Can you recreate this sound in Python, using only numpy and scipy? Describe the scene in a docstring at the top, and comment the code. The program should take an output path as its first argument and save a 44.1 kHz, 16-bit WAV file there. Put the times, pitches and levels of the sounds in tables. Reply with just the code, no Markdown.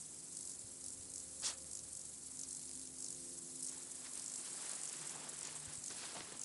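"""A throbbing insect chorus lies over a summer field with two far engines droning; near grasshoppers
rasp short trills. A small dog snorts, then trots through dry grass, stems snapping under its paws.
Snort, grass, chorus and air are shaped noise or random ticks; trills are pegs dragged over a resonant wing;
bumps on the handheld housing are short sines, and the engines are sums of firing orders."""
import sys
import numpy as np
from scipy import signal
from scipy.fft import rfft, irfft
from scipy.io import wavfile
from scipy.ndimage import uniform_filter1d

SR = 44100
rng = np.random.default_rng(int(sys.argv[2]) if len(sys.argv) > 2 else 0)


def boost(x):
    """Linear amplitude factor 10**(x/20) for a level x in decibels (scalar or array-like)."""
    u = np.asarray(x, float) / 20
    return 10 ** u


def wav_record(signal):
    """Record a signal, one row per channel, as 16-bit PCM in the file named by sys.argv[1]."""
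    frames = np.transpose(np.atleast_2d(signal))
    bounded = np.clip(frames, -1, 1)
    # unit amplitude maps onto the largest positive 16-bit level
    quanta = np.round(bounded * 32767).astype(np.int16)
    wavfile.write(sys.argv[1], SR, quanta)


N = 284220
TIME = np.arange(N) / SR


def snort():
    """Air forced through the nostrils, fluttering; the harder the blow, the larger the share of hiss."""
    # the blow: t/s, level/dB
    blow = [(1.41, -81), (1.43, -48), (1.45, -39), (1.465, -36.5), (1.485, -40), (1.505, -44),
            (1.515, -49.5), (1.55, -63), (1.6, -78)]
    # hollow of the muzzle: f/Hz, relative level/dB per Hz
    muzzle = [(200, -15), (350, -10), (700, -10.5), (1300, -6), (2000, -10.5), (3000, -8), (4500, -7),
              (7000, -22)]
    # hiss at the nostrils: f/Hz, relative level/dB per Hz
    nostrils = [(1500, -39), (3000, -16), (4500, -6.5), (6500, -3.5), (8500, -5), (11500, -15.5)]
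    all_hiss_db, hiss_range_db = -35.3, 46  # all hiss at the first level, none this far below it
    level_db = curve(blow, 1)
    hollow = colour(rng.standard_normal(N), muzzle)
    hiss = colour(rng.standard_normal(N), nostrils)
    hiss_share = 1 - (all_hiss_db - level_db) / hiss_range_db
    breath = patchy(blend(hollow, hiss, hiss_share), depth_db=2.0)
    return breath * boost(level_db + 0.46 * drift(hz=120))


def grass():
    """Dry stems rub in clumps of ticks and crunch under weight; single stems crack, with a short hollow thud."""
    # light swish of blades: f/Hz, relative level/dB per Hz
    blades = [(400, -30), (1000, -5.5), (1600, 1), (2500, -0.5), (5000, 2), (8000, -5), (11500, -37)]
    # pressed turf: f/Hz, relative level/dB per Hz
    turf = [(120, 1.5), (300, -2), (600, -2), (1000, 0.5), (2000, -8), (4000, -10.5), (9000, -9)]
    # stems that snap under a paw: t/s, thud level/dB before its envelope, thud f/Hz, crack level/dB likewise
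    snaps = [(4.067, -58, 340, -45), (4.168, -59, 1200, -45), (4.726, -48, 630, -55),
             (4.939, -60, 810, -39), (5.156, -45.5, 850, -47), (5.229, -46.5, 440, -50),
             (5.469, -53, 870, -52), (5.906, -61, 486, -50), (6.2063, -41.5, 345, -31.5),
             (6.286, -48, 394, -43), (6.322, -43.5, 455, -36.5)]
    blade_ticks = crackle(per_s=6000, spread_db=2.0) * boost(0.84 * drift(hz=50))
    swish = patchy(colour(blade_ticks, blades), depth_db=2.0)
    rub = colour(crackle(per_s=2500, spread_db=2.0) * boost(1.17 * drift(hz=30)), turf)
    press = blend(rub, crunch(), share=0.27)
    gain, weight = paws()
    out = gain * blend(swish, press, weight)
    t = np.arange(1300) / SR
    crack = np.sin(2 * np.pi * 2900 * t) * np.exp(-t / 0.00022)
    noises = rng.standard_normal((len(snaps), len(t)))
    for (s, thud_db, hz, crack_db), noise in zip(snaps, noises):
        thud = np.sin(2 * np.pi * hz * t) * np.minimum(t / 0.0017, 1) * np.exp(-t / 0.0036)
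        splinter = uniform_filter1d(noise, size=5) * np.exp(-t / 0.0033)
        add(out, s, boost(thud_db) * thud + boost(crack_db) * (crack + 0.39 * splinter))
    return out


def paws():
    """Drag and steps add up in power: returns gain and the weight on the ground."""
    # legs and lead dragging through the grass: t/s, level/dB
    drag = [(3.55, -90), (3.7, -64.5), (3.95, -67.5), (4.25, -64.5), (4.42, -61), (4.5, -59), (4.7, -56),
            (4.82, -58), (5.12, -57), (5.3, -58), (5.55, -58), (5.6, -61.5), (5.72, -56), (5.77, -63),
            (5.89, -69), (5.92, -57.5), (6.25, -59), (6.44, -65)]
    # paw steps: t/s, peak level/dB, rise/s per 20 dB, fade/s per 20 dB, weight on the ground/0-1
    steps = [(3.72, -62, .05, 0.18, 0.23), (4.07, -54, 0.096, 0.028, 0.27), (4.18, -59, 0.12, .1, .3),
             (4.47, -54.5, .08, 0.043, 0.091), (4.63, -56, .1, 0.11, 0.28), (4.71, -56, 0.14, .08, .4),
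             (4.94, -56.5, 0.055, 0.088, 0.16), (5.05, -56, 0.09, .06, .3), (5.16, -55.5, 0.08, 0.046, 1),
             (5.25, -56, .2, 0.091, 0.76), (5.47, -54.5, 0.11, 0.13, .1), (5.58, -58, .15, 0.015, .9),
             (5.908, -48.5, .012, 0.036, 0.57), (6.03, -51, 0.18, 0.27, .15),
             (6.17, -50, 0.082, 0.071, 0.89), (6.21, -52.5, 0.054, 0.057, 0.27),
             (6.32, -56.5, 0.14, .2, 0.76)]
    drag_weight = 0.41
    power = boost(curve(drag, 1)) ** 2
    weighted = drag_weight * power
    for s, db, rise_s, fade_s, load in steps:
        away = np.where(TIME < s, (s - TIME) / rise_s, (TIME - s) / fade_s)
        step = boost(db - 20 * np.minimum(away, 6)) ** 2
        power = power + step
        weighted = weighted + load * step
    return np.sqrt(power), weighted / power


def crunch():
    """Sparse grains a few cycles long: stalks giving way one by one."""
    t, out = np.arange(500) / SR, np.zeros(N)
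    for hz in np.geomspace(300, 3200, 12):
        grain = np.sin(2 * np.pi * hz * t) * t * np.exp(-t * hz / 1.33)
        grain = grain / np.linalg.norm(grain) * (300 / hz) ** 0.22  # higher stalks are weaker
        out += signal.oaconvolve(crackle(per_s=35, spread_db=2.5), grain)[:N]
    return evened(out)


def grasshoppers():
    """A stroke drags the leg's pegs over the wing for 5 ms, with a faint echo off the stems."""
    # broad body of a stroke: f/Hz, relative level/dB per Hz
    rasp = [(2800, -58), (4200, -14.5), (5500, -5.5), (8000, -1.5), (11500, -9.5)]
    pegs = crackle(per_s=20000, spread_db=1.5)
    body, out, t = colour(pegs, rasp), np.zeros(N), np.arange(900) / SR
    scrape = np.exp(-abs((t - .0035) / 0.0021) ** 3)
    echo = 0.31 * np.minimum(t / 0.0052, 1) * np.exp(-t / 0.026)
    for s, db, hz in strokes():
        at = min(round(s * SR), N - len(t))
        wing = evened(ring(pegs[at:at + len(t)], hz, width_hz=660))
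        burst = (scrape + echo) * (0.66 * body[at:at + len(t)] + 0.55 * wing)
        loudest = uniform_filter1d(abs(burst), size=60).max()
        add(out, s - .0015, boost(db) * burst / loudest / np.pi)
    return out


def strokes():
    """Each trill swells to its peak and fades while the wing's pitch sinks: rows (s, dB, Hz)."""
    # near trills: first stroke t/s, last stroke t/s, peak level/dB (of pi times the short-term mean magnitude,
    # before scatter), wing resonance f/Hz halfway through, place of the peak/0-1
    trill_rows = [(0.349, 0.428, -33, 8350, 0.47), (0.4516, 0.556, -34, 8150, 0.3),
                  (0.482, 0.521, -43, 8700, .4), (0.8403, 0.945, -32.5, 8800, 0.34),
                  (1.095, 1.1997, -32.5, 8000, 0.62), (1.398, 1.441, -34, 7800, 0.9),
                  (1.692, 1.7905, -32.5, 7700, .6), (1.909, 2.013, -33.5, 8200, 0.52),
                  (2.3495, 2.4333, -31, 7400, .8), (2.488, 2.5676, -32, 8600, .55),
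                  (2.9647, 3.0622, -31.5, 7800, .65), (3.0834, 3.146, -32, 8100, 0.2),
                  (3.586, 3.684, -30, 8600, 0.65), (3.63, 3.734, -31, 8600, 0.3),
                  (4.113, 4.195, -31, 9100, 0.64), (4.221, 4.298, -31.5, 7900, 0.6),
                  (4.318, 4.3774, -32.5, 7900, 0.45), (4.6936, 4.752, -30.5, 8500, 0.2),
                  (4.813, 4.8946, -30, 7400, .35), (5.074, 5.0938, -33, 8200, .9),
                  (5.3675, 5.471, -30.5, 7900, 0.57), (5.734, 5.773, -34, 8220, 0.7),
                  (5.818, 5.922, -33, 7100, 0.45), (6.353, 6.434, -31, 8200, 0.9)]
    swell_db, fade_db = 0.45, 0.96  # loss one stroke from the peak; cubic before it, square after
    fall_hz, scatter_hz, scatter_db = 580, 350, 0.8  # pitch fall per stroke; chance in pitch and level
    rows = []
    chances = rng.standard_normal((len(trill_rows), 2, 8))
    for (first, last, db, hz, peak), luck in zip(trill_rows, chances):
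        s = beats(first, last)
        number = np.arange(len(s))
        away = number - peak * (len(s) - 1)
        loss_db = np.where(away < 0, swell_db * away ** 2 * -away, fade_db * away ** 2)
        wing_hz = hz - fall_hz * (number - (len(s) - 1) / 2) + scatter_hz * luck[0, :len(s)]
        stroke_db = db - loss_db + scatter_db * luck[1, :len(s)]
        rows += zip(s, stroke_db, np.clip(wing_hz, 4000, 11000))
    return rows


def beats(first, last):
    """Evenly spaced moments from first to last, about one stroke gap apart."""
    gap_s = .0203
    return np.linspace(first, last, round((last - first) / gap_s) + 1)


def ticks():
    """Dry wing clicks of about a millisecond from another insect, cut from coloured noise."""
    # tone of a click: f/Hz, relative level/dB per Hz
    click_tone = [(1800, -20), (3000, -18), (5000, -6), (8000, 0), (11500, -4.5)]
    # runs of clicks: first t/s, last t/s, first peak level/dB, last peak level/dB
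    runs = [(.1454, .166, -42, -44), (1.011, 1.053, -42, -41.5), (1.583, 1.643, -45, -42),
            (2.594, 2.676, -38.5, -42), (2.693, 2.753, -36, -36), (2.775, 2.874, -35, -38)]
    grit, out, t = colour(rng.standard_normal(N), click_tone), np.zeros(N), np.arange(300) / SR
    envelope = np.minimum(t / 0.00074, 1) * np.exp(-t / 0.001)
    for first, last, first_db, last_db in runs:
        times = beats(first, last)
        for s, db in zip(times, np.linspace(first_db, last_db, len(times))):
            tick = grit[round(s * SR):][:len(t)] * envelope
            add(out, s, boost(db) * tick / abs(tick).max())
    return out


def chorus(trills):
    """A grainy hiss of many insects, the nearer ones rasping in step 23 times a second; it thins under a loud trill."""
    # far insects: t/s, level/dB before thinning, share that throbs/0-1
    far_insects = [(0.0, -53, 0.28), (0.45, -52.5, 0.2), (1.09, -53, 0.4), (1.34, -50.5, 0.23),
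                   (1.52, -53.5, 0.32), (2.04, -52, 0.37), (2.35, -52, 0.27), (2.65, -51.5, 0.23),
                   (2.83, -53, 0), (3.25, -51, 0.18), (4.02, -50.5, 0.4), (4.32, -50.5, 0),
                   (4.64, -48, 0.12), (5.11, -51, 0.5), (5.42, -52, 0.47), (6.06, -51, 0.23),
                   (6.44, -55.5, 0.3)]
    # pulse of the nearer ones: t/s, throbs counted so far
    throb_count = [(0.0, -0.39), (0.5, 10.8), (2.25, 51.5), (3.2, 73.9), (5.0, 114.5), (6.44, 146.5)]
    # steady hiss: f/Hz, relative level/dB per Hz
    hiss_tone = [(2000, -28), (3000, -24), (4200, -13.5), (5800, -9.5), (8200, -2), (10500, -3.5),
                 (11500, -12.5)]
    # throbbing rasp: f/Hz, relative level/dB per Hz
    throb_tone = [(3000, -24.5), (5500, -17.5), (7000, -3), (8000, 2), (9500, -6), (11500, -7)]
    hiss = patchy(colour(crackle(per_s=20000, spread_db=2.0), hiss_tone), depth_db=2.0)
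    hiss = hiss * boost(0.7 * drift(hz=148) + 0.7 * drift(hz=25.2))
    angle = 2 * np.pi * curve(throb_count, 1)
    gate = evened(np.exp(0.79 * np.cos(angle) - 0.089 * np.cos(2 * angle)))
    throb = patchy(colour(crackle(per_s=12000, spread_db=1.0), throb_tone), depth_db=2.5)
    throb = throb * gate * boost(2.9 * drift(hz=90.5))
    trill_db = 10 * np.log10(abs(uniform_filter1d(trills ** 2, size=1800)) + 1e-12)
    thinning_db = 0.17 * np.maximum(trill_db + 52, 0)
    return boost(curve(far_insects, 1) - thinning_db) * blend(hiss, throb, curve(far_insects, 2))


def bumps():
    """Dull bumps on the handheld housing, one low swing each."""
    # bumps: t/s (about 8 ms ahead of the middle), level/dB before the envelope, f/Hz
    knocks = [(.64, -52.5, 109), (0.992, -58, 100), (5.672, -50, 100), (5.776, -51.5, 120)]
    out, t = np.zeros(N), np.arange(-700, 700) / SR
    for s, db, hz in knocks:
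        swing = np.sin(2 * np.pi * hz * t) * np.exp(-(t * hz / 0.63) ** 2)
        add(out, s - .008, boost(db) * swing)
    return out


def receding_engine():
    """A far engine drawing away: its firing rate sinks in pitch, strongest around the third order."""
    # firing rate: t/s, f/Hz
    firing_hz = [(0, 88.8), (.6, 88.7), (2.4, 87.3), (3.2, 86.6), (4, 86.2), (4.9, 85.6), (5.8, 85.0),
                 (6.45, 84.4)]
    # loudness: t/s, base level/dB, fullness/dB per order away from the third
    levels = [(0.0, -74, -5), (.4, -69.5, 0), (.8, -70.5, 1), (1.3, -71.5, 2.5), (1.65, -77, 6),
              (2.05, -78.5, 3), (2.4, -66, -7), (2.8, -64, -3), (3.2, -66, 2), (3.6, -63.5, -1),
              (4.0, -70.5, 0.7), (4.4, -68.5, -0.5), (4.8, -75, -5), (5.2, -70, 2.5), (5.6, -74, -1),
              (6.0, -73, 3), (6.44, -71.5, -6)]
    # firing orders: multiple of the rate, level/dB on top of the base
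    orders = [(2, -13), (3, -0.5), (4, -5), (5, -14), (6, -12.5)]
    return drone(firing_hz, levels, orders, pivot=3, waver_db=1.5)


def steady_engine():
    """A second far engine holding an almost even firing rate, in two low orders."""
    # firing rate: t/s, f/Hz
    firing_hz = [(0, 75.5), (2.5, 75.3), (6.45, 74.9)]
    # loudness: t/s, base level/dB, brightness/dB per order above the first
    levels = [(0.0, -81, 7), (.4, -77, 2), (.8, -77, -9), (1.6, -70, -10), (2.0, -75.5, 2.5),
              (2.4, -72.5, -3), (3.2, -78.5, 6.5), (3.6, -82.5, 8.5), (4.0, -81, -1.5), (4.4, -85.5, 10.5),
              (4.8, -98, 21), (5.2, -83.5, 12.5), (5.6, -78, 11), (6.44, -82.5, 6)]
    # firing orders: multiple of the rate, level/dB on top of the base
    orders = [(1, -0.2), (2, -0.2)]
    return drone(firing_hz, levels, orders, pivot=1, waver_db=2)


def drone(firing_hz, levels, orders, pivot, waver_db):
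    """Firing orders as sines, tilted about one order; level and phase waver on their way through moving air."""
    angle = 2 * np.pi * np.cumsum(curve(firing_hz, 1)) / SR
    out = np.zeros(N)
    for k, db in orders:
        k = round(k)
        wander = 2 * np.pi * rng.random() + 0.14 * k * drift(hz=16)
        level_db = curve(levels, 1) + db + abs(k - pivot) * curve(levels, 2)
        gain = np.sqrt(2) * boost(level_db + waver_db * drift(hz=4.6))  # a sine of rms 1 peaks at root 2
        out += gain * np.sin(k * angle + wander)
    return out


def air():
    """Far traffic over the field and a breeze rumbling at the microphone, both as coloured noise."""
    # far traffic: f/Hz, relative level/dB per Hz
    traffic_tone = [(40, -32), (80, -23), (120, -7), (160, 1), (300, -1.5), (450, -5.5), (700, -9),
                    (1500, -13.5), (3000, -17), (6000, -27)]
    # breeze at the microphone: t/s, level/dB
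    breeze = [(0.0, -78), (.43, -80), (.6, -74), (1.15, -72.5), (1.63, -76), (1.92, -71.5), (2.3, -81),
              (2.53, -78), (3.16, -78), (3.4, -77), (4.3, -82), (4.95, -91), (5.4, -80), (5.76, -79),
              (6.44, -77)]
    # tone of the breeze: f/Hz, relative level/dB per Hz
    breeze_tone = [(20, -13), (45, -8.5), (70, -0.5), (110, 4), (200, -19.5)]
    traffic_db = -66.5 + 0.27 * drift(hz=27)
    traffic = boost(traffic_db) * colour(rng.standard_normal(N), traffic_tone)
    return traffic + boost(curve(breeze, 1)) * colour(rng.standard_normal(N), breeze_tone)


def evened(x):
    """Scales to rms 1."""
    return x / np.sqrt(np.mean(x ** 2) + 1e-20)


def curve(rows, column):
    """One column of a table, sample by sample; -150 outside it, which is silence for a level."""
    rows = np.array(rows)
    return np.interp(TIME, rows[:, 0], rows[:, column], -150, -150)


def colour(x, points):
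    """Filters by a spectrum drawn on a log-frequency axis, scaling to rms 1."""
    f, db = np.transpose(points)
    hz = np.fft.rfftfreq(len(x), 1 / SR)
    gain = boost(np.interp(np.log(hz + 1), np.log(f), db, -90, -90))
    return evened(irfft(rfft(x) * gain, len(x)))


def drift(hz):
    """Slow chance with rms 1, moving up to about hz times a second."""
    spectrum = rfft(rng.standard_normal(N)) * np.exp(-(np.fft.rfftfreq(N, 1 / SR) / hz) ** 2)
    return evened(irfft(spectrum, N))


def crackle(per_s, spread_db):
    """Random ticks of either sign, a few of them large."""
    size = boost(spread_db * np.minimum(rng.exponential(1, N), 5)) * rng.choice([-1., 1.], N)
    return size * (rng.random(N) < per_s / SR)


def patchy(x, depth_db):
    """Random swells some 10 ms long and 1 kHz wide, as from many scattered sources."""
    z = signal.stft(x, nperseg=128)[2]
    field = uniform_filter1d(rng.standard_normal(z.shape), size=3, axis=0)  # across frequency
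    field = uniform_filter1d(field, size=6, axis=1)  # along time
    return evened(signal.istft(z * boost(depth_db * evened(field)), nperseg=128)[1][:N])


def blend(first, second, share):
    """Cross-fades two unrelated sounds at constant power."""
    share = np.clip(share, 0, 1)
    return np.sqrt(1 - share) * first + np.sqrt(share) * second


def ring(x, hz, width_hz):
    """A two-pole resonance."""
    return signal.lfilter(*signal.iirpeak(hz, hz / width_hz, SR), x)


def add(mix, s, sound):
    """Mixes a sound in at time s."""
    part = mix[round(s * SR):][:len(sound)]
    part += sound[:len(part)]


def scene():
    """All sources at one microphone in the open."""
    dog = snort() + grass()
    trills = grasshoppers()
    insects = trills + ticks() + chorus(trills)
    engines = receding_engine() + steady_engine()
    return (dog + insects + bumps() + engines + air())[None]


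def band_limit(x):
    """A steep low-pass at the top of the band."""
    return signal.sosfilt(signal.butter(12, 11800, fs=SR, output="sos"), x)


def record(dry):
    """A steep low-pass at 11270 Hz closes the top of the band."""
    low_pass = signal.firwin(2047, 11270, window=("kaiser", 9), fs=SR)
    mix = signal.oaconvolve(dry, low_pass[None], "same")
    return band_limit(mix)


dry = scene()
out = record(dry)
wav_record(out)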